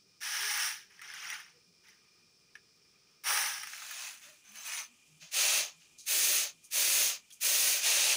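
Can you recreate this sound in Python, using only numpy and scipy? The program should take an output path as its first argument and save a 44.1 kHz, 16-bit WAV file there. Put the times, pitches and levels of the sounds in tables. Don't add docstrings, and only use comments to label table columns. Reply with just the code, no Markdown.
import sys
import numpy as np
from scipy import signal
from scipy.fft import rfft, irfft, next_fast_len
from scipy.io import wavfile

SR = 44100
rng = np.random.default_rng(int(sys.argv[2]) if len(sys.argv) > 2 else 0)


def generate_wav(signal):
    frames = np.transpose(np.atleast_2d(signal))
    scaled = np.clip(frames, -1, 1) * 32767
    pcm = np.round(scaled).astype(np.int16)
    wavfile.write(sys.argv[1], SR, pcm)


N = 359856
TAPS = 4096
HZ = np.fft.rfftfreq(TAPS, 1 / SR)
TIME = np.arange(N) / SR
MOVE_S = 3.9
RELEASE_DB = 32

# centre_hz, width_hz, gain_db
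NEAR_RESONANCES = [(420.0, 80.0, 5.9), (570.0, 100.0, 7.2), (840.0, 250.0, 14.4), (1240.0, 110.0, 7.1),
                   (1950.0, 880.0, 5.6), (5730.0, 2200.0, 20.4), (9210.0, 1760.0, 11.6),
                   (14900.0, 1110.0, 8.7)]
FAR_RESONANCES = [(370.0, 110.0, 4.4), (590.0, 80.0, 4.5), (1290.0, 110.0, 2.0), (1800.0, 230.0, 1.8),
                  (2540.0, 550.0, 5.3), (6380.0, 1300.0, 9.7), (9430.0, 2540.0, 6.3),
                  (15040.0, 1550.0, 11.9)]
# frequency_hz, gain_db
TRICKLE_EQ = [(100, -47), (250, -25), (480, -26), (750, -20.5), (1500, -1), (3000, -1.5), (4500, -16),
              (7700, -20), (11000, -12.5), (13500, -19.5), (15500, -14)]
STIR_EQ = [(100, -47), (250, -22.3), (480, -28.1), (650, -7.5), (1500, 0.0), (3000, -0.7), (4500, -1.3),
           (7700, -7.0), (11000, -7.6), (13500, -16.0), (15500, -12.1)]
LANDING_EQ = [(100, -51), (250, -25), (350, -9.5), (620, -9), (950, -12), (2500, -2), (4500, 0.5),
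              (7700, -5.5), (11000, -5.5), (13500, -8.5), (15500, -10)]
# centre_hz, width_hz, gain_db
LIFTED_MODES = [(587, 24, 5), (791, 15, 6), (1060, 36, 4), (1285, 21, 1.5)]


def amp(db):
    return 10 ** (np.asarray(db) / 20)


def unit_rms(x):
    return x / np.sqrt(np.mean(x ** 2) + 1e-20)


def add(mix, start_s, sound):
    part = mix[max(round(start_s * SR), 0):][:len(sound)]
    part += sound[:len(part)]


def eq_db(colour, peaks):
    hz, db = np.transpose(colour)
    slope = np.interp(np.log(HZ + 1), np.log(hz), db)
    return slope + sum(gain / (1 + (2 * (HZ - centre) / width) ** 2) for centre, width, gain in peaks)


def focus_db(hz, octaves):
    return -12 * np.log10(1 + (np.log2((HZ + 1) / hz) / octaves) ** 4)


def coloured(x, curve_db):
    log_gain = np.log(amp(np.r_[curve_db, curve_db[-2:0:-1]]))
    impulse = np.fft.ifft(np.exp(np.conj(signal.hilbert(log_gain)))).real[:TAPS // 2]
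    return signal.fftconvolve(x, impulse)[:len(x)]


def split(x, hz, order=12):
    size = next_fast_len(len(x) + TAPS)
    rolloff = 1 + (np.fft.rfftfreq(size, 1 / SR) / hz) ** order
    below = irfft(rfft(x, size) / rolloff, size)[:len(x)]
    return below, x - below


def waver(t, rate_hz, order=4):
    return unit_rms(split(rng.standard_normal(len(t)), rate_hz, order)[0])


def contacts(t, chance):
    return rng.standard_normal(len(t)) * (rng.random(len(t)) < chance)


def room(x, wet_db, t60_s=0.11):
    t = TIME[:SR // 4]
    echoes = rng.choice([-1., 1.], len(t)) * (rng.random(len(t)) < .06)
    echoes *= amp(-60 * t / t60_s) * (t > .002)
    echoes *= amp(wet_db) / np.linalg.norm(echoes)
    echoes[0] = 1
    return signal.fftconvolve(x, echoes)


def room_tone(colour, level_db, flutter_db):
    # centre_hz, width_hz, gain_db
    whine_peaks = [(1233, 88, 10.2), (2422, 144, 14.6), (15200, 1400, 9.2)]
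    noise = coloured(rng.standard_normal(N + TAPS), eq_db(colour, whine_peaks))[TAPS:]
    rumble, upper = split(unit_rms(noise), 700)
    whine, hiss = split(upper, 3200)
    out = np.zeros(N)
    for band, depth_db, rate_hz in [(rumble, 2 * flutter_db, 7), (whine, 1.5, 6), (hiss, flutter_db, 20)]:
        out += band * amp(level_db + depth_db * waver(TIME, rate_hz))
    return out


def kitchen(crossfade_s=0.47):
    # frequency_hz, gain_db
    near_eq = [(40, -18), (90, -10), (170, -2), (270, -10.5), (410, -4.5), (600, -17.5), (1600, -16.5),
               (3000, -13.5), (4000, -13.5), (5300, -1.5), (6800, -16.5), (9500, -19), (13000, -34.5),
               (15500, -27)]
    far_eq = [(40, -13), (90, -4.5), (170, -2.5), (270, -2.5), (410, -6.5), (600, -12), (1600, -15),
              (3000, -1.5), (4000, -9.5), (5300, -3.5), (6800, -3.5), (9500, -8.5), (13000, -20),
              (15500, -23)]
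    near = room_tone(near_eq, level_db=-66.5, flutter_db=0.4)
    far = room_tone(far_eq, level_db=-65.5, flutter_db=0.74)
    away = np.clip((TIME - MOVE_S) / crossfade_s + .5, 0, 1)
    return (1 - away) * near + away * far


def bumps():
    # centre_s, peak_db, pitch_hz, length_s
    hums = [(0.453, -57, 402, 0.17), (1.571, -67, 495, 0.082), (1.69, -66, 169, 0.075),
            (4.3, -65, 615, 0.17), (4.53, -67, 207, 0.17), (4.92, -68, 240, 0.11), (5.14, -63, 153, 0.16),
            (5.24, -59.5, 169, 0.064), (5.6, -65, 159, 0.15), (5.78, -68.5, 163.5, .14),
            (6.58, -70, 158, 0.16)]
    out = np.zeros(N)
    for centre, db, hz, length in hums:
        t = np.arange(0, length, 1 / SR)
        pitch_hz = hz * (1 + 0.038 * waver(t, 32))
        tone = np.sin(2 * np.pi * np.cumsum(pitch_hz) / SR)
        add(out, centre - length / 2, amp(db) * np.hanning(len(t)) * tone)
    return out


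def ticks(trim_db=-20.5, bounce=0.62, bounce_s=0.0047, snap_lift_db=6.0):
    # start_s, level_db, pitch_hz, snap_db
    hits = [(0.907, -46, 1780, -18), (0.993, -36, 1770, -23), (1.016, -31.5, 2030, -12),
            (1.088, -39, 2020, -20), (1.101, -29, 1640, -26), (1.138, -30.5, 1620, -11),
            (1.302, -23, 1890, -13.5), (1.34, -26.5, 1490, -16), (1.402, -33, 1640, -14),
            (1.885, -44, 2040, -11), (2.554, -30, 1760, -29), (3.306, -15.5, 1100, -16),
            (3.376, -18.5, 1110, -15), (3.633, -23.5, 1800, -11.5), (3.672, -27, 1730, -10.5),
            (3.734, -26, 1690, -22), (3.779, -32.5, 2340, -23), (3.82, -31, 1250, -18),
            (3.91, -29.5, 1300, -5.5), (4.518, -46, 2490, -3), (4.557, -41, 1700, 0),
            (4.589, -44, 2390, -21), (5.224, -39, 2970, -25), (5.819, -49, 2920, -16),
            (7.305, -47, 3300, -4)]
    # pitch_ratio, width_hz, gain_db
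    strip_modes = [(1, 300, 13), (1.33, 300, 5), (1.54, 280, 0), (3.15, 600, 11)]
    out, t = np.zeros(N), TIME[:SR // 50]
    for start, db, hz, snap_db in hits:
        clicks = bounce * contacts(t, .08) * np.exp(-t / bounce_s)
        clicks[0] = 1
        strip = [(ratio * hz, width, gain) for ratio, width, gain in strip_modes]
        resonances = NEAR_RESONANCES if start < MOVE_S else FAR_RESONANCES
        colour_db = eq_db(TRICKLE_EQ, [*resonances, *strip])
        knock = coloured(clicks, colour_db + focus_db(1.1 * hz, octaves=1.2))
        snap = split(coloured(clicks, colour_db), 7500)[1]
        tick = unit_rms(knock) + unit_rms(snap) * amp(snap_db + snap_lift_db)
        add(out, start, room(amp(db + trim_db) * tick, wet_db=-5.5))
    return out


def pings(t, per_s, ring_s, low_hz=700, high_hz=15500):
    age = TIME[:SR // 45]
    count = max(int(per_s * t[-1]), 1)
    when, pitch, force, sign = rng.random((6000, 4))[:count].T[:, :, None]
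    hz = low_hz * (high_hz / low_hz) ** pitch
    strength = np.sign(sign - .5) * np.sqrt(-hz * np.log(force))
    rings = strength * np.sin(2 * np.pi * hz * age) * np.exp(-age / ring_s)
    places = (when * len(t)).astype(int) + np.arange(len(age))
    return np.bincount(places.ravel(), rings.ravel())[:len(t)]


def movement(attack_s, hold_s, release_s, swell_db, onset_db, body_lag_s, curve,
             body_follow, fizz_follow, fizz_lead_s=0):
    t = np.arange(0, hold_s + 1.4 * release_s, 1 / SR)
    swell = swell_db * np.minimum(t / hold_s - 1, 0)
    rise, body_rise = (-onset_db * np.exp(-np.maximum(t - lag, 0) / attack_s) for lag in (0, body_lag_s))
    fall, fizz_fall = (-RELEASE_DB * (np.maximum(t - end, 0) / release_s) ** curve
                       for end in (hold_s, hold_s - fizz_lead_s))
    rustle = rise + swell + fall
    body = body_rise + body_follow * (swell + fall)
    fizz = rise + fizz_follow * (swell + fizz_fall)
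    return rustle, body, fizz


def rice(envelopes, levels_db, colour, peaks, clicks_per_s, pings_per_s, ping_db, ring_s,
         clump_db, weight, full_db, wet_db):
    rustle_db, body_db, fizz_db = (envelope + db for envelope, db in zip(envelopes, levels_db))
    t = TIME[:len(rustle_db)]
    density = amp(np.maximum(envelopes[0], -RELEASE_DB) / 2)
    chance = np.minimum(clicks_per_s / SR * density, 1)
    grains = contacts(t, chance) / np.sqrt(chance)
    grains += amp(ping_db) * unit_rms(pings(t, pings_per_s, ring_s))
    grains *= amp(clump_db * waver(t, 90, order=2))
    sound = room(coloured(grains, eq_db(colour, peaks)), wet_db)[:len(t)]
    body, upper = split(sound, 1300, order=24)
    rustle, fizz = split(upper, 7500, order=24)
    deep, hollow = split(unit_rms(body), 557, order=8)
    body = hollow + deep * amp(weight * (body_db - full_db))
    return body * amp(body_db) + unit_rms(rustle) * amp(rustle_db) + unit_rms(fizz) * amp(fizz_db)


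def trickles(body_db=-14.5, fizz_db=-13):
    # start_s, hold_s, swell_db, rustle_db
    falls = [(0.894, 0.1, 2, -62), (1.014, .31, 10, -41.5), (1.835, 0.057, 2, -62)]
    out = np.zeros(N)
    for start, hold, swell_db, db in falls:
        envelopes = movement(attack_s=0.0031, hold_s=hold, release_s=.24, swell_db=swell_db, onset_db=8,
                             body_lag_s=0.0036, curve=1.16, body_follow=1.0, fizz_follow=1.05)
        add(out, start, rice(envelopes, (db, db + body_db, db + fizz_db), TRICKLE_EQ, NEAR_RESONANCES,
                             clicks_per_s=9100, pings_per_s=2400, ping_db=-0.5, ring_s=0.0035,
                             clump_db=.6, weight=.2, full_db=-60, wet_db=-7.0))
    return out


def pours(body_db=-15, fizz_db=-5.5, loud_db=-39, fizz_follow=1.18):
    # start_s, hold_s, swell_db, rustle_db
    streams = [(4.427, 0.11, -0.5, -58.5), (4.524, 0.14, 1.5, -48), (4.635, .15, 2, -39)]
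    # centre_hz, width_hz, gain_db
    stream_peaks = [(2330, 450, 3), (6120, 250, 9)]
    out = np.zeros(N)
    for start, hold, swell_db, db in streams:
        envelopes = movement(attack_s=0.014, hold_s=hold, release_s=0.11, swell_db=swell_db, onset_db=27,
                             body_lag_s=0.0046, curve=1.64, body_follow=0.86, fizz_follow=fizz_follow)
        levels_db = db, db + body_db, loud_db + fizz_db + fizz_follow * (db - loud_db)
        add(out, start, rice(envelopes, levels_db, STIR_EQ, [*FAR_RESONANCES, *stream_peaks],
                             clicks_per_s=5000, pings_per_s=1800, ping_db=-0.5, ring_s=0.0022,
                             clump_db=0, weight=0.26, full_db=-56, wet_db=-1.5))
    return out


def stirs(body_db=-15.5, fizz_db=-6.0):
    # start_s, hold_s, swell_db, rustle_db
    sweeps = [(3.649, .42, 7.5, -43), (4.208, .07, -6, -55.5)]
    out = np.zeros(N)
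    for start, hold, swell_db, db in sweeps:
        envelopes = movement(attack_s=.016, hold_s=hold, release_s=.22, swell_db=swell_db, onset_db=17,
                             body_lag_s=.006, curve=1.16, body_follow=1.0, fizz_follow=0.91)
        add(out, start, rice(envelopes, (db, db + body_db, db + fizz_db), STIR_EQ, FAR_RESONANCES,
                             clicks_per_s=14000, pings_per_s=2600, ping_db=-6, ring_s=0.0052,
                             clump_db=0.2, weight=0.45, full_db=-47, wet_db=-10))
    return out


def scoops():
    # start_s, attack_s, hold_s, release_s, swell_db, rustle_db, body_db, fizz_db
    digs = [(0.204, 0.011, 0.44, .223, 5, -33.5, -47.5, -38.5),
            (3.237, 0.023, .12, .43, -3, -31.5, -41.5, -34)]
    # frequency_hz, gain_db
    scoop_eq = [(100, -33), (250, -32), (480, -21), (750, -22.5), (1500, -1.5), (3000, 1), (4500, -9.5),
                (7700, -16), (11000, -10), (13500, -16), (15500, -9.5)]
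    # centre_hz, width_hz, gain_db
    scoop_peaks = [(790, 71, 2.5), (1180, 290, -1), (1660, 240, 6)]
    out = np.zeros(N)
    for start, attack, hold, release, swell_db, *levels_db in digs:
        envelopes = movement(attack, hold, release, swell_db, onset_db=23,
                             body_lag_s=0.0036, curve=1.53, body_follow=1.3, fizz_follow=1.25)
        add(out, start, rice(envelopes, levels_db, scoop_eq, [*NEAR_RESONANCES, *scoop_peaks],
                             clicks_per_s=36000, pings_per_s=4900, ping_db=-4.0, ring_s=0.0029,
                             clump_db=0.65, weight=1.0, full_db=-38, wet_db=-11))
    return out


def slides(body_db=-17.0, fizz_db=-4.0, loud_db=-29, fizz_follow=1.47):
    # start_s, attack_s, hold_s, rustle_db
    tilts = [(5.197, 0.0075, 0.032, -51.5), (5.308, 0.021, 0.27, -29.5), (5.789, 0.0065, .035, -63),
             (7.801, 0.017, 0.32, -29)]
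    # frequency_hz, gain_db
    slide_eq = [(100, -42), (250, -27), (350, -17), (620, -7), (950, -11), (2500, 0.5), (4500, 2),
                (7700, -6), (11000, -8), (13500, -15), (15500, -13.5)]
    out = np.zeros(N)
    for start, attack, hold, db in tilts:
        envelopes = movement(attack, hold, release_s=.158, swell_db=-0.5, onset_db=34.5,
                             body_lag_s=0.0076, curve=1.46, body_follow=0.78, fizz_follow=fizz_follow)
        levels_db = db, db + body_db, loud_db + fizz_db + fizz_follow * (db - loud_db)
        add(out, start, rice(envelopes, levels_db, slide_eq, [*FAR_RESONANCES, *LIFTED_MODES],
                             clicks_per_s=30000, pings_per_s=2900, ping_db=-10.0, ring_s=0.0053,
                             clump_db=0.1, weight=0.48, full_db=-44.0, wet_db=-13.5))
    return out


def flicks(clicks_per_s=8000, ring_width_hz=280):
    # start_s, level_db, rise_s, decay_s, centre_hz, ring_hz, ring_db
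    skids = [(5.976, -51.5, 0.017, 0.036, 6300, 3960, 6), (6.635, -53.5, 0.0075, 0.021, 8500, 9200, 12),
             (7.303, -52, 0.0029, 0.014, 3600, 3280, 16), (7.319, -52, 0.0068, 0.025, 8200, 9190, 5)]
    out, t = np.zeros(N), TIME[:SR // 8]
    for start, db, rise, decay, centre_hz, ring_hz, ring_db in skids:
        colour_db = eq_db(LANDING_EQ, [*FAR_RESONANCES, (ring_hz, ring_width_hz, ring_db)])
        skid = coloured(contacts(t, clicks_per_s / SR), colour_db + focus_db(centre_hz, octaves=0.69))
        envelope = np.minimum(t / rise, 1) * np.exp(-np.maximum(t - 2 * rise, 0) / decay)
        add(out, start, amp(db) * unit_rms(skid) * envelope)
    return out


def landings(body_db=-19.0):
    # start_s, attack_s, hold_s, rustle_db
    showers = [(6.052, 0.015, 0.28, -30.5), (6.702, .017, 0.3, -30), (7.399, .012, 0.28, -30)]
    out = np.zeros(N)
    for start, attack, hold, db in showers:
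        envelopes = movement(attack, hold, release_s=.2, swell_db=1.2, onset_db=39.5, body_lag_s=0.0099,
                             curve=3.3, body_follow=0.76, fizz_follow=0.9, fizz_lead_s=0.032)
        levels_db = db, db + body_db, db
        add(out, start, rice(envelopes, levels_db, LANDING_EQ, [*FAR_RESONANCES, *LIFTED_MODES],
                             clicks_per_s=35000, pings_per_s=4000, ping_db=-9, ring_s=0.0022,
                             clump_db=0.33, weight=1.0, full_db=-47.5, wet_db=-12.5))
    return out


def scene():
    bed = kitchen()
    hand = scoops() + trickles() + stirs() + pours()
    winnowing = slides() + flicks() + landings()
    mono = hand + winnowing + ticks() + bumps() + bed
    return np.array([mono, mono])


def record(dry, cutoff_hz=15620):
    lowpass = signal.firwin(511, cutoff_hz, window=("kaiser", 8), fs=SR)
    return signal.oaconvolve(dry, lowpass[None], "same")


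dry = scene()
out = record(dry)
generate_wav(out)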